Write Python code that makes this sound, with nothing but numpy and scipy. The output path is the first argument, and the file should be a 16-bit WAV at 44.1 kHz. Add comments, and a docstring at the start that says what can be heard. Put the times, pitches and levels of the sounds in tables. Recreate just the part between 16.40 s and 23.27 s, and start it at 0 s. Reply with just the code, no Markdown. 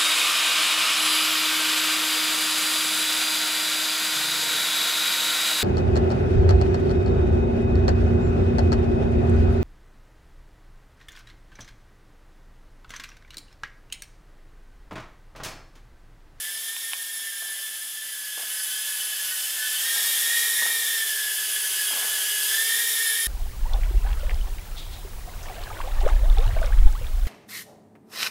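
"""Small ducted-fan quadcopter in a living room

Four four-bladed rotors whine at slightly different speeds: sines at multiples of each shaft speed.
They chop the inflow into rasp and hiss: noise around blade overtones and noise pulsed at the blade pass.
The motor drive sings near 10 kHz as two wavering sines; changing wall reflections make the tones flutter.
Soft footsteps (enveloped noise), three small plastic clicks (ringing modes) and faint house air lie under it."""
import sys
import numpy as np
from scipy import signal
from scipy.fft import rfft, irfft, next_fast_len
from scipy.io import wavfile

SR = 44100
rng = np.random.default_rng(int(sys.argv[2]) if len(sys.argv) > 2 else 0)


def waveform_to_disk(signal):
    """Save audio, clipped to [-1, 1], as 16-bit WAV at the path in sys.argv[1]."""
    frames = np.transpose(np.atleast_2d(signal))
    scaled = np.clip(frames, -1, 1) * 32767
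    samples = np.round(scaled).astype(np.int16)
    wavfile.write(sys.argv[1], SR, samples)


N = 302967
T_S = np.arange(N) / SR
ROOM_T60_S = 0.38
TOP_HZ = 15750

# quiet air of the house: (frequency [Hz], density [dB per Hz])
HOUSE_SPECTRUM = [(20, -1), (60, -1), (100, -1), (160, 5.5), (260, 11.5), (600, 4), (2000, -15)]
# plastic clicks: (time [s], peak level [dB])
CLICK_EVENTS = [(.3655, -20), (.5203, -27), (.5338, -11.5)]
# modes of the plastic: (frequency [Hz], relative level [dB], t60 [s])
PLASTIC_MODES = [(1080, -8, 0.036), (1793, -17, .009), (2570, 10, .005), (3020, 13, 0.0056),
                 (4600, -16, 0.0027), (7900, -14, .003)]
# footsteps: (time [s], relative level [dB], decay to 1/e [s])
STEP_EVENTS = [(1.02, -54, 0.18), (1.974, -42, 0.055), (2.583, -56.5, 0.037), (3.56, -49.5, 0.24),
               (4.219, -39, 0.12), (5.502, -40, 0.21), (5.612, -46.5, 0.065)]
# scuff of a sole: (frequency [Hz], density [dB per Hz])
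SOLE_SPECTRUM = [(80, -57), (200, -8), (400, 1.5), (700, 7.5), (1300, 5.5), (2500, 2), (6000, -33)]
# first voice of the drive whistle, Doppler-shifted by the flight: (time [s], pitch [Hz])
DRIVE_PITCH = [(0, 10046), (.6, 10040), (1.1, 10027), (1.6, 10036), (2.2, 10046), (2.9, 10049),
               (3.3, 10030), (4.5, 10015), (5.2, 10023), (6.87, 10018)]
# whistle strength: (time [s], level [dB])
DRIVE_LEVEL = [(0, -40.5), (.8, -38), (1.6, -42.5), (2.2, -37), (2.9, -37.5), (3.4, -47), (4, -32.5),
               (4.6, -40), (5.2, -35), (5.9, -37.5), (6.4, -36.5), (6.87, -30)]
# air rushing through the ducts: (frequency [Hz], density [dB per Hz])
HISS_SPECTRUM = [(70, -45), (200, -39), (350, -26), (600, -15.5), (1100, -14.5), (1500, -9.5), (2400, -7.5),
                 (4200, -4.5), (5100, -3), (5900, -3.5), (10400, 3.5), (11700, 1.5), (14100, 1),
                 (15700, -11.5)]
# rotors, fastest to slowest: (blade tone [dB], shaft hum [dB])
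ROTOR_LEVELS = [(-3.5, -14), (-2.5, -5.5), (-11.5, -7), (-10, -9)]
# shaft-speed multiples: every fourth is a blade overtone, the others come from uneven blades: [order]
SHAFT_ORDERS = [3, 5, 6, 7, 8, 9, 11, 12, 16, 20]
# one row per order, rotors fastest to slowest: (level [dB], level [dB], level [dB], level [dB])
ORDER_LEVELS = [(-34, -28, -33.5, -35), (-25, -23.5, -27, -16), (-18.5, -26, -46, -49),
                (-16, -11, -16, -24), (-10.5, -15, -9, -11), (-22, -18.5, -24, -30), (-32, -18, -28, -40),
                (-17.5, -10, -23, -15), (-23, -15.5, -18, -15.5), (-36, -20, -26, -20)]
# pilot's throttle and steering, before yaw and trim:
# (time [s], mean shaft speed [Hz], first diagonal pair's gap [Hz], second pair's gap [Hz])
FLIGHT = [(0, 426.7, 45.34, 8), (.4, 439, 47.7, 27), (.65, 433.2, 38.99, 26), (1.3, 422.2, 41, 21.1),
          (1.6, 422.8, 41, 26), (1.82, 413.3, 45.1, 19.3), (2.3, 408.2, 50.12, 29),
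          (2.9, 406.8, 66.08, 30.8), (3.37, 414.3, 64, 33), (3.47, 439, 64.7, 34.2),
          (3.72, 439.4, 58.05, 19.6), (4.03, 452, 49, 22.4), (4.43, 451.3, 39.11, 12.4),
          (4.68, 424.5, 45.04, 10.3), (5.18, 403, 45.96, 14), (5.6, 407.4, 55.93, 17.4),
          (6.04, 408.8, 47.05, 10.5), (6.22, 437.4, 34.12, 19.6), (6.4, 445, 52.07, 8.1),
          (6.62, 444.8, 28, 10.9), (6.87, 447, 52, 10.5)]
# loudness as the drone comes near and passes close to a wall: (time [s], level [dB])
NEAR_LEVEL = [(0.0, -36.5), (0.44, -38), (1.24, -38), (1.68, -39.5), (2.28, -34.5), (3.1, -33), (3.62, -28),
              (4.04, -28), (4.84, -32), (5.64, -30.5), (5.95, -30), (6.14, -28.5), (6.47, -28.5),
              (6.87, -30.5)]
# shaft hum, heard once the drone is close: (time [s], level [dB re nearness, before HUM_TRIM_DB])
HUM_LEVEL = [(0, -32), (3.3, -33), (4.2, -25), (6.87, -22.5)]
# blade tone swells where direct sound and reflections add up: (middle [s], half length [s], gain [dB])
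SWELL_EVENTS = [(3.206, 0.069, 6.5), (3.889, 0.055, 4), (4.205, 0.043, 5.5), (6.197, 0.012, 6)]
# tip of the rotor discs towards the listener: (time [s], tip [about -1 edge-on to 1 face-on])
DISC_TIP = [(0, 0.26), (.4, -1.1), (.9, 0.78), (1.5, 0.34), (2.1, 0.43), (3.0, -0.69), (3.6, -0.73),
            (4.0, -0.12), (4.35, .2), (4.75, 0.99), (5.35, -0.031), (6.1, .1), (6.5, 0.79), (6.87, 0.31)]

# levels at hover speed, relative to nearness
HOVER_HZ = 430
TONE_DB, OVERTONE_DB, RASP_DB, HISS_DB = -5, -3, -7.5, 3
LOW_HISS_DB = 1.5  # lower part of the hiss, relative to the rest
# gain exponents on shaft speed: throttle favours the blade tone and brightens the hiss
TONE_POWER, BUZZ_POWER, LOW_HISS_POWER = 4, -1, -0.96
# face-on the blade tone carries and the lower hiss thins: dB per unit of tip
FACING_TONE_DB, FACING_HISS_DB = 2.8, -0.5
HUM_TRIM_DB = -1.5
TONES_PAN_DB = -.5  # left minus right
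YAW_HZ = 2.3  # first pair slowed and second pair sped up by this, to hold the heading
# the hardest-working rotor shakes: level at hover speed, exponent on shaft speed
SHAKE_DB, SHAKE_POWER = -18.5, 10


def undb(db):
    """Decibels to gain."""
    return 10 ** (np.asarray(db) / 20)


def unit(x):
    """Scale to rms 1."""
    return x / np.sqrt(np.mean(x ** 2))


def curves(table):
    """Each column of a table as a signal, rows joined by straight lines."""
    time_s, *columns = np.transpose(table)
    return [np.interp(T_S, time_s, column) for column in columns]


def noise(spectrum):
    """Noise with a (Hz, dB) spectrum, interpolated on log frequency, rms 1."""
    hz, db = np.transpose(spectrum)
    size = next_fast_len(N)
    bin_hz = np.maximum(np.fft.rfftfreq(size, 1 / SR), 1)
    gain = undb(np.interp(np.log(bin_hz), np.log(hz), db))
    return unit(irfft(rfft(rng.standard_normal(size)) * gain, size)[:N])


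def walk(rate_hz):
    """Smooth chance with about `rate_hz` new values a second, rms 1."""
    knots = signal.resample_poly(rng.standard_normal(8192), 4, 1)
    return unit(np.interp(T_S * rate_hz * 4, np.arange(len(knots)), knots))


def lowpass(x, hz, order=2):
    """Butterworth low-pass."""
    return signal.sosfilt(signal.butter(order, min(hz, .45 * SR), fs=SR, output="sos"), x)


def highpass(x, hz, order=2):
    """Butterworth high-pass."""
    return signal.sosfilt(signal.butter(order, hz, "high", fs=SR, output="sos"), x)


def room(x, wet_db, side_db, t60_s, side_hz=7500, hop=2048):
    """Direct sound plus a dense tail whose pattern changes as source and listener move; mid/side stereo."""
    t_s = T_S[:SR // 2]
    tail = np.exp(-np.log(1000) * t_s / t60_s) * (t_s > .003)
    tail = tail / np.sqrt(np.sum(tail ** 2))
    fade = signal.windows.cosine(2 * hop)
    padded = np.pad(x, (hop, 2 * hop))
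    echoes = np.zeros((2, len(padded) + len(t_s)))
    # a new set of reflections for each overlapping stretch
    for i in range(0, N + hop, hop):
        stretch = padded[i:i + 2 * hop] * fade
        reflections = rng.standard_normal((2, len(t_s))) * tail
        part = signal.fftconvolve([stretch], reflections, axes=1)
        echoes[:, i:i + part.shape[1]] += part
    mid, side = echoes[:, hop:hop + N]
    side = undb(side_db) * lowpass(side, side_hz) * np.array([[1], [-1]])
    return (x + undb(wet_db) * (mid + side)) / np.hypot(1, undb(wet_db))


def house(level_db=-67.5, side_db=-10):
    """Faint low air noise: a common part and a weaker opposed part in the two channels."""
    mid = noise(HOUSE_SPECTRUM)
    side = noise(HOUSE_SPECTRUM) * np.array([[1], [-1]])
    return undb(level_db) * (mid + undb(side_db) * side)


def clicks(radiate_hz=750):
    """Short snaps ring a few quickly dying modes; so small a part radiates little bass."""
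    t_s = T_S[:SR // 10]
    ring = np.zeros(len(t_s))
    for hz, db, t60_s in PLASTIC_MODES:
        ring += undb(db) * np.sin(2 * np.pi * hz * t_s) * np.exp(-np.log(1000) * t_s / t60_s)
    ring = highpass(ring, radiate_hz, order=4)
    ring = ring / np.abs(ring).max()
    snaps = np.zeros(N)
    for time_s, db in CLICK_EVENTS:
        snaps[int(time_s * SR)] = undb(db)
    return room(signal.fftconvolve(snaps, ring)[:N], wet_db=-15, side_db=5, t60_s=ROOM_T60_S)


def footsteps(rise_s=0.0016, grain_db=3, heel_db=0, heel_s=0.0095):
    """Each heel lands with a short tap, then the sole scuffs to rest in uneven rubs."""
    push = np.zeros(N)
    for time_s, db, decay_s in STEP_EVENTS:
        age_s = np.maximum(T_S - time_s, 0)
        rise = 1 - np.exp(-age_s / rise_s)
        scuff = np.exp(-age_s / decay_s)
        tap = undb(heel_db) * np.exp(-age_s / heel_s)
        push += undb(db) * rise * (scuff + tap)
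    rubs = noise(SOLE_SPECTRUM) * undb(grain_db * walk(120))
    return room(push * rubs, wet_db=-8.0, side_db=-6, t60_s=ROOM_T60_S)


def drive(waver_hz=4, second_db=-11, apart_hz=-40, flutter_db=3.0, flutter_rate_hz=80):
    """Motor windings sing at the switching rate; two voices a little apart beat."""
    (pitch_hz,), (level_db,) = curves(DRIVE_PITCH), curves(DRIVE_LEVEL)

    def voice(offset_hz):
        """Sine at the wavering, offset drive pitch."""
        return np.sin(2 * np.pi * np.cumsum(pitch_hz + offset_hz + waver_hz * walk(24)) / SR)

    voices = voice(0) + undb(second_db) * voice(apart_hz)
    whistle = unit(voices * undb(flutter_db * walk(flutter_rate_hz))) * undb(level_db)
    # soft furnishings swallow most of so high a tone
    return room(whistle, wet_db=-11.5, side_db=-6, t60_s=ROOM_T60_S, side_hz=9500)


def air(angles, low_db, chop=0.077, flicker_db=0.45):
    """Duct hiss, pulsing at each blade pass; `low_db` sets its lower part."""
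    hiss = noise(HISS_SPECTRUM)
    # forward then backward, so the phase shifts largely cancel
    low = lowpass(lowpass(hiss, 8000)[::-1], 5700)[::-1]
    pulsing = 1 + chop * sum(np.cos(4 * angle) for angle in angles) / 2
    return unit(pulsing * undb(flicker_db * walk(30))) * (hiss + (undb(low_db) - 1) * low)


def shake(angle, effort_db, rough=0.76, rough_rate_hz=200):
    """A rough side tone one shaft turn above the blade tone, growing steeply with throttle."""
    side_tone = (1 + rough * walk(rough_rate_hz)) * np.sin(5 * angle)
    return undb(SHAKE_DB + SHAKE_POWER * effort_db) * unit(side_tone)


def blade_swell_db(wander_db=0.3, wander_rate_hz=6):
    """Slow wander of the blade tone plus brief swells along the flight path, in dB."""
    swells_db = sum(db * np.exp(-((T_S - mid_s) / half_s) ** 4) for mid_s, half_s, db in SWELL_EVENTS)
    return wander_db * walk(wander_rate_hz) + swells_db


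def rotor_speeds(speed_hz, first_gap_hz, second_gap_hz, trim_hz=1.2, trim_rate_hz=4):
    """Throttle and steering mixed into four shaft speeds, fastest to slowest, each trimmed on its own."""
    offsets_hz = [first_gap_hz / 2 - YAW_HZ, second_gap_hz / 2 + YAW_HZ,
                  -second_gap_hz / 2 + YAW_HZ, -first_gap_hz / 2 - YAW_HZ]
    return [speed_hz + offset_hz + trim_hz * walk(trim_rate_hz) for offset_hz in offsets_hz]


def rotor(shaft_hz, order_db, wobble=0.002988, wobble_rate_hz=30, flutter_db=3.0, flutter_rate_hz=75,
          eddy_rate_hz=230, skirt_db=-4):
    """One fan: blade tone, its other orders, shaft hum, the rasp of chopped eddies, and its angle."""
    # the flight controller keeps trimming the speed
    angle = 2 * np.pi * np.cumsum(shaft_hz * (1 + wobble * walk(wobble_rate_hz))) / SR

    def tone(order):
        """Sine at one multiple of the shaft speed, rms 1."""
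        return np.sqrt(2) * np.sin(order * angle + rng.uniform(0, 2 * np.pi))

    def eddies(order):
        """Narrow noise around one multiple of the shaft speed."""
        return walk(eddy_rate_hz) * np.sin(order * angle) + walk(eddy_rate_hz) * np.cos(order * angle)

    # gusty inflow keeps changing the load on the blades
    load = unit(undb(flutter_db * walk(flutter_rate_hz)))
    overtones = sum(undb(db) * tone(order) for order, db in zip(SHAFT_ORDERS, order_db))
    # eddies last a few blade passes, so they smear the orders that the duct favours
    rasp = undb(skirt_db) * eddies(7) + eddies(8)
    return load * tone(4), load * overtones, tone(1), rasp, angle


def drone():
    """Four rotors beating against each other, and their hiss, in the room."""
    speed_hz, *gaps_hz = curves(FLIGHT)
    (near_db,), (facing,), (hum_db,) = curves(NEAR_LEVEL), curves(DISC_TIP), curves(HUM_LEVEL)
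    near = undb(near_db)
    effort_db = 20 * np.log10(speed_hz / HOVER_HZ)
    speeds_hz = rotor_speeds(speed_hz, *gaps_hz)
    fans = [rotor(hz, db) for hz, db in zip(speeds_hz, np.transpose(ORDER_LEVELS))]
    blades, overtones, hums, rasps, angles = map(np.array, zip(*fans))
    blade_gain, hum_gain = undb(ROTOR_LEVELS).T

    whine_db = TONE_DB + TONE_POWER * effort_db + FACING_TONE_DB * facing + blade_swell_db()
    whine = undb(whine_db) * (blade_gain @ blades)
    buzz = undb(OVERTONE_DB) * sum(overtones) + undb(RASP_DB) * unit(sum(rasps))
    buzz = undb(BUZZ_POWER * effort_db) * buzz
    tones = near * (whine + buzz + shake(angles[0], effort_db))
    tones = room(tones, wet_db=0.0, side_db=-15.5, t60_s=ROOM_T60_S, side_hz=9600)
    tones = tones * undb(TONES_PAN_DB * np.array([[.5], [-.5]]))

    low_hiss_db = LOW_HISS_DB + LOW_HISS_POWER * effort_db + FACING_HISS_DB * facing
    hiss = near * undb(HISS_DB) * air(angles, low_hiss_db)
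    rush = room(hiss, wet_db=-8.5, side_db=-4.5, t60_s=ROOM_T60_S, side_hz=5800)
    hum = near * undb(hum_db + HUM_TRIM_DB) * (hum_gain @ hums)
    return tones + rush + hum


def scene():
    """The drone and its drive whistle over the small sounds of the house."""
    return house() + clicks() + footsteps() + drive() + drone()


def record(dry, low_cut_hz=55):
    """A gentle high-pass thins the bass; a steep elliptic low-pass cuts the top."""
    x = highpass(dry, low_cut_hz, order=1)
    return signal.sosfilt(signal.ellip(12, .1, 80, TOP_HZ, fs=SR, output="sos"), x)


dry = scene()
out = record(dry)
waveform_to_disk(out)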